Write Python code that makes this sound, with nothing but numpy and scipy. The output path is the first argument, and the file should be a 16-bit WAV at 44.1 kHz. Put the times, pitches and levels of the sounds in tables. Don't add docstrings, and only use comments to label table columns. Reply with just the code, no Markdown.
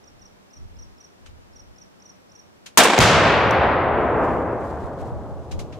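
import sys
import numpy as np
from scipy import signal
from scipy.fft import rfft, irfft, next_fast_len
from scipy.io import wavfile

SR = 44100
rng = np.random.default_rng(int(sys.argv[2]) if len(sys.argv) > 2 else 0)


def output_pcm(signal):
    pcm = np.clip(np.atleast_2d(signal).T, -1, 1) * 32767
    wavfile.write(sys.argv[1], SR, np.round(pcm).astype(np.int16))


N = 255339
TIME = np.arange(N) / SR
SIZE = next_fast_len(N)
FREQS = np.maximum(np.arange(SIZE // 2 + 1) * SR / SIZE, 1)
SIDES = np.array([[1], [-1]])
SHOT_S, BLAST_S = 2.7738, 2.9892

# frequency_hz, side_minus_mid_db
WOODS_WIDTH = [(60, -3), (120, -11), (300, -21.5), (700, -14), (1300, -11), (2400, -8), (8000, -3),
               (15000, 4)]
# frequency_hz, relative_level_db
RUSTLE_COLOUR = [(1000, 0), (3000, 2.5), (5000, -2.5), (7500, -4), (11000, -12.5), (15500, -17)]


def from_db(db):
    return 10 ** (np.asarray(db) / 20)


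def at_hz(points, hz):
    points = np.array(points)
    return np.interp(np.log(hz), np.log(points[:, 0]), points[:, 1])


def butter(x, hz, kind, order=2):
    sections = signal.butter(order, min(hz, .45 * SR), kind, fs=SR, output="sos")
    return signal.sosfilt(sections, x + 1e-18)


def filtered(spectrum):
    return irfft(spectrum, SIZE)[:, :N]


def dying(start, t60):
    return (TIME >= start) * np.exp(-np.log(1000) * np.clip((TIME - start) / t60, 0, 10))


def swell(centre, half):
    return np.exp(-np.minimum(((TIME - centre) / half) ** 2 / 2, 20))


def together(*levels):
    return np.sqrt(sum(level ** 2 for level in levels))


def wander(per_s):
    return np.interp(TIME * per_s, np.arange(1024), rng.standard_normal(1024))


def noise(colour, side_db, grain=1):
    mid, side = rfft(rng.standard_normal((2, N)) * grain, SIZE) * from_db(at_hz(colour, FREQS))
    x = filtered(mid + side * from_db(side_db) * SIDES)
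    return x / x.mean(axis=0).std()


def trees(uneven_db, size=64):
    return from_db(uneven_db * np.repeat(rng.standard_normal(N // size + 1), size)[:N])


def through_air(x, start, loss_db, power):
    spectrum, age, out = rfft(x, SIZE), np.maximum(TIME - start, 0), 0
    centres = np.geomspace(250, 16000, 16)
    for hz, pick in zip(centres, np.eye(len(centres))):
        band = filtered(spectrum * np.interp(FREQS, centres, pick))
        out = out + band * from_db(-loss_db * (hz / 1000) ** power * age)
    return out


def hush():
    # frequency_hz, relative_level_db
    hush_colour = [(25, -9.5), (45, -11), (90, -1), (150, -4), (190, 2.5), (235, -2.5), (600, -5.5),
                   (1200, -11), (2400, -17.5), (4300, -22.5), (5600, -22.5), (7000, -26), (11000, -32),
                   (15500, -34.5)]
    # frequency_hz, side_minus_mid_db
    hush_width = [(100, 3.5), (400, 3.5), (2400, 3.5), (5000, 4.5), (15000, 0)]
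    level_db = -57 + np.interp(TIME, [SHOT_S, BLAST_S, 5.8], [0, -15, -4])
    return from_db(level_db) * noise(hush_colour, at_hz(hush_width, FREQS))


def breeze():
    # centre_s, level_db, half_length_s, side_minus_mid_db
    gusts = [(0.195, -54.5, 0.11, 1), (0.627, -37, 0.029, 7), (0.797, -43, 0.091, 5),
             (1.316, -44.5, 0.07, 6.5), (1.634, -49, 0.11, 7), (4.85, -33, 0.014, 8),
             (5.033, -34.5, .025, 9), (5.153, -28, 0.025, 11), (5.34, -34, 0.074, 16),
             (5.562, -26, 0.029, 10), (5.643, -33, 0.031, 17), (5.763, -42, 0.041, 15.5)]
    # frequency_hz, relative_level_db
    gust_colour = [(20, 5), (45, 0.5), (85, 4), (150, -13), (300, -18), (700, -44), (2000, -68)]
    common, opposed = noise(gust_colour, 0)
    out = 0
    for s, db, half, side_db in gusts:
        side = from_db(side_db)
        push = (common + side * opposed * SIDES) / np.hypot(1, side)
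        out = out + from_db(db) * swell(s, half) * push
    return out


def clothes():
    # centre_s, level_db, half_length_s
    strokes = [(4.249, -54, .011), (4.32, -59.5, .08), (4.672, -58.5, 0.064), (4.83, -60.5, 0.042),
               (5.005, -56, .022), (5.069, -58.5, .02)]
    moving_s, moving_db = 3.9, -64.5
    moving = from_db(moving_db) * np.clip((TIME - moving_s) / .12, 0, 1)
    level = together(moving, *[from_db(db) * swell(s, half) for s, db, half in strokes])
    return noise(RUSTLE_COLOUR, -2.5, trees(uneven_db=2.0)) * level


def snaps():
    # start_s, level_db, t60_s, brightness_db_per_octave
    clacks = [(1.258, -47, 0.1, -2), (2.659, -35.5, 0.081, -0.5), (5.511, -39.5, 0.11, -1),
              (5.589, -38.5, 0.11, 0.5), (5.722, -49.5, 0.18, -5.5)]
    # frequency_hz, relative_level_db
    clack_colour = [(200, -21), (800, -4.5), (1400, -1), (1900, -1.5), (2550, 3), (3400, 1.5), (4600, -1),
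                    (5700, -1.5), (6500, 0), (8500, -8.5), (10000, -10), (15500, -25)]
    spectrum, out = rfft(noise(clack_colour, -1.5), SIZE), 0
    octaves = np.log2(np.maximum(FREQS, 700) / 4000)
    for s, db, t60, tilt_db in clacks:
        burst = filtered(spectrum * from_db(tilt_db * octaves))
        decay = dying(s, t60) + from_db(-18.0) * dying(s, t60=0.27)
        rise = np.clip((TIME - s) / 0.0058, 0, 1)
        out = out + from_db(db) * burst * decay * rise
    return out


def whistle(s, db, hz, shape):
    notes = {"soft": (-7.5, -390, -20, .004), "up": (-1.5, 30, 90, .0037), "down": (0, -10, -36, .0078)}
    note_db, offset_hz, glide, half = notes[shape]
    near, out = np.abs(TIME - s) < 3 * half, np.zeros(N)
    t = TIME[near] - s
    ms = 1000 * t
    pitch = hz + offset_hz + glide * ms - 3.0 * ms ** 2
    envelope = np.exp(-np.abs(t / half) ** 3.5)
    out[near] = from_db(db + note_db) * envelope * np.sin(2 * np.pi * np.cumsum(pitch) / SR)
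    return out


def bird():
    # first_note_s, level_db, pitch_hz, first_gap_s, later_gaps_s, note_names
    phrases = [(.043, -48.5, 5680, .038, .038, "up down"), (.197, -48, 5750, 0.027, .036, "soft down down"),
               (0.511, -47.5, 5760, 0.029, .033, "soft down down"),
               (.77, -46, 5750, 0.027, .033, "soft down down"),
               (.985, -46, 5770, 0.027, .036, "soft down down"),
               (1.536, -45.5, 5760, 0.031, .034, "soft down down"),
               (1.764, -45.5, 5760, .022, .036, "soft up down"),
               (2.005, -45.5, 5790, .02, .0375, "soft up down down"),
               (2.299, -46.5, 5770, 0.022, .0385, "soft up down down")]
    growth_db = .8
    song = np.zeros(N)
    for s, db, hz, first_gap, later_gap, shapes in phrases:
        for k, shape in enumerate(shapes.split()):
            song += whistle(s, db + k * growth_db, hz, shape)
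            s += later_gap if k else first_gap
    leaves = rng.standard_normal((2, N)) * (dying(.014, t60=.14) + .2 * dying(.02, t60=.75))
    leaves /= np.linalg.norm(leaves[0])
    wash = signal.fftconvolve(song[None], leaves, axes=1)[:, :N]
    return song + from_db(-8.5) * wash


def metal():
    # start_s, level_db
    contacts = [(3.5093, -32.5), (3.841, -54), (4.239, -61), (4.4227, -52), (4.525, -53), (4.86, -51),
                (5.2289, -68.5)]
    # frequency_hz, relative_level_db, t60_s
    case_modes = [(5700, 10.5, 0.018), (6240, 9, .025), (10940, -19.5, 0.27), (10985, -24, .22),
                  (14890, -7.5, .24), (14935, -14, .2)]
    case_ring_db = -42.5
    levels = sum(from_db(db) * dying(s, t60=0.016) for s, db in contacts)
    out = levels * butter(noise(RUSTLE_COLOUR, 2.0), 4500, "high")
    blow = np.zeros(N)
    blow[round(contacts[0][0] * SR)] = from_db(case_ring_db)
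    for hz, db, t60 in case_modes:
        r, w = from_db(-60 / (t60 * SR)), 2 * np.pi * hz / SR
        ring = signal.lfilter([0, np.sin(w)], [1, -2 * r * np.cos(w), r * r], blow + 1e-18)
        phase = rng.uniform(0, 2 * np.pi, (2, 1))
        tumble = 1 + .45 * np.sin(2 * np.pi * 47 * TIME + phase)
        out += from_db(db) * ring * tumble
    return out


def explosion():
    # frequency_hz, relative_level_db
    roll_colour = [(20, -23), (42, -13), (70, 2), (115, 1), (175, -2), (250, -4.5), (400, 0.5), (650, 3.5),
                   (1100, 2), (2200, -1.5), (4500, -7.5), (7500, -11), (11000, -22.5), (16000, -28.5)]
    roar_db, sag_db_per_s, hold_s, release_db_per_s = -12.5, -0.4, 1.238, 17
    distant_db, distant_db_per_s = -18, 3.5
    thump_db, thump_t60_s = -17.5, 1.84
    rumble_db, rumble_db_per_s = -34, 4.5
    deep_db, deep_follows = -33, 0.86
    return_db, return_s, return_half_s, return_hz = -26.5, 4.28, 0.22, 406

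    width_db = at_hz(WOODS_WIDTH, FREQS)
    scatter = noise(roll_colour, width_db, trees(uneven_db=0.65))
    spectrum = rfft(scatter, SIZE)
    bass, deep = [filtered(spectrum / (1 + (FREQS / hz) ** 4)) for hz in (210, 90)]

    age = np.maximum(TIME - BLAST_S, 0)
    forest_db = roar_db - sag_db_per_s * age - release_db_per_s * np.maximum(age - hold_s, 0)
    roll = together(from_db(forest_db), from_db(distant_db - distant_db_per_s * age))
    roar = through_air(scatter - bass, BLAST_S, loss_db=6.5, power=1.268)
    roar = roar * roll * from_db(0.77 * wander(per_s=22))

    thump = from_db(thump_db) * dying(BLAST_S, thump_t60_s)
    long_decay = from_db(rumble_db - rumble_db_per_s * age)
    rumble = (bass - deep) / (bass - deep).std() * together(thump, long_decay)
    rumble += deep / deep.std() * from_db(deep_db) * (roll / roll.max()) ** deep_follows

    far = butter(noise(roll_colour, width_db), return_hz, "low", order=4)
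    far = butter(far, 220, "high")
    far *= from_db(return_db) * swell(return_s, return_half_s) / far.std()
    roar_rise, rumble_rise = [np.clip((age - .012) / rise_s, 0, 1) for rise_s in (0.0026, 0.011)]
    return (roar + far) * roar_rise + rumble * rumble_rise


def shocks():
    # start_s, level_db (before the low-pass), positive_phase_s, right_lead_s, low_pass_hz
    fronts = [(2.7738, 4, .0005, 0, 9000), (2.809, -1, .0004, 0, 2000), (2.839, -4, .0003, 0, 6000),
              (2.9892, 14, .00028, .0001, 9000), (2.9904, 5, .0019, .0003, 5000),
              (2.9987, -2, .003, .0003, 2000), (3.02, 0, .0011, 0, 2000), (3.2695, -1, .0006, 0, 1500),
              (3.39, -6, .0006, 0, 1300), (3.417, -7, .0005, 0, 1300)]
    out = np.zeros((2, N))
    for s, db, length, lead, edge_hz in fronts:
        age = (TIME - s + np.array([[0], [lead]])) / length
        front = (age >= 0) * (1 - age) * np.exp(-np.clip(age, 0, 40))
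        out += from_db(db) * butter(front, edge_hz, "low")
    ring_hz = 6300
    ring = np.sin(2 * np.pi * ring_hz * (TIME - BLAST_S)) * dying(BLAST_S, t60=0.0014)
    return out + from_db(12.0) * ring


def rifle():
    # frequency_hz, relative_level_db
    muzzle_colour = [(25, -22), (70, -20), (130, -17.5), (200, -4.5), (380, 1), (700, 2), (1200, -2),
                     (2300, -6), (3400, -9.5), (4600, -15.5), (8000, -17.5), (11000, -28), (16000, -35)]
    # centre_s, scatter_db, crack_db
    report_echoes = [(2.807, -6.5, -44), (2.839, -19.5, -16), (2.857, -9, -29.5), (2.902, -16.5, -40.5),
                     (2.938, -16, -46), (2.983, -10, -52)]
    echo_rise_s, echo_t60_s = 0.0043, 0.08
    muzzle_db, muzzle_t60_s = 3.5, .03
    near_db, near_t60_s = -1, 0.25
    far_db, far_t60_s = -12, 1.6
    crack_db, crack_hold_s, crack_t60_s = 3, 0.0049, 0.06

    body = together(from_db(muzzle_db) * dying(SHOT_S, muzzle_t60_s),
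                    from_db(near_db) * dying(SHOT_S, near_t60_s),
                    from_db(far_db) * dying(SHOT_S, far_t60_s))
    hold_end = SHOT_S + crack_hold_s
    edge = from_db(crack_db) * np.where(TIME < hold_end, 1, dying(hold_end, crack_t60_s))
    for s, echo_scatter_db, echo_crack_db in report_echoes:
        echo = np.where(TIME < s, swell(s, echo_rise_s), dying(s, echo_t60_s))
        body = together(body, from_db(echo_scatter_db) * echo)
        edge = together(edge, from_db(echo_crack_db) * echo)

    scatter = noise(muzzle_colour, at_hz(WOODS_WIDTH, FREQS), trees(uneven_db=2.0))
    scatter = through_air(scatter, SHOT_S, loss_db=0.5, power=2.0)
    crack = butter(noise(muzzle_colour, -0.79), 6800, "high")
    return (scatter * body + crack / crack.std() * edge) * (TIME >= SHOT_S)


def scene():
    boom = (shocks() + explosion()) * from_db([[.4], [-.4]])
    return hush() + breeze() + clothes() + snaps() + bird() + metal() + boom + rifle()


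def record(dry):
    ceiling = 0.6
    squashed = dry / (1 + (dry / ceiling) ** 4) ** (1 / 4)
    no_rumble = butter(squashed, 27, "high")
    return signal.sosfilt(signal.ellip(10, .1, 80, 15500, fs=SR, output="sos"), no_rumble)


dry = scene()
out = record(dry)
output_pcm(out)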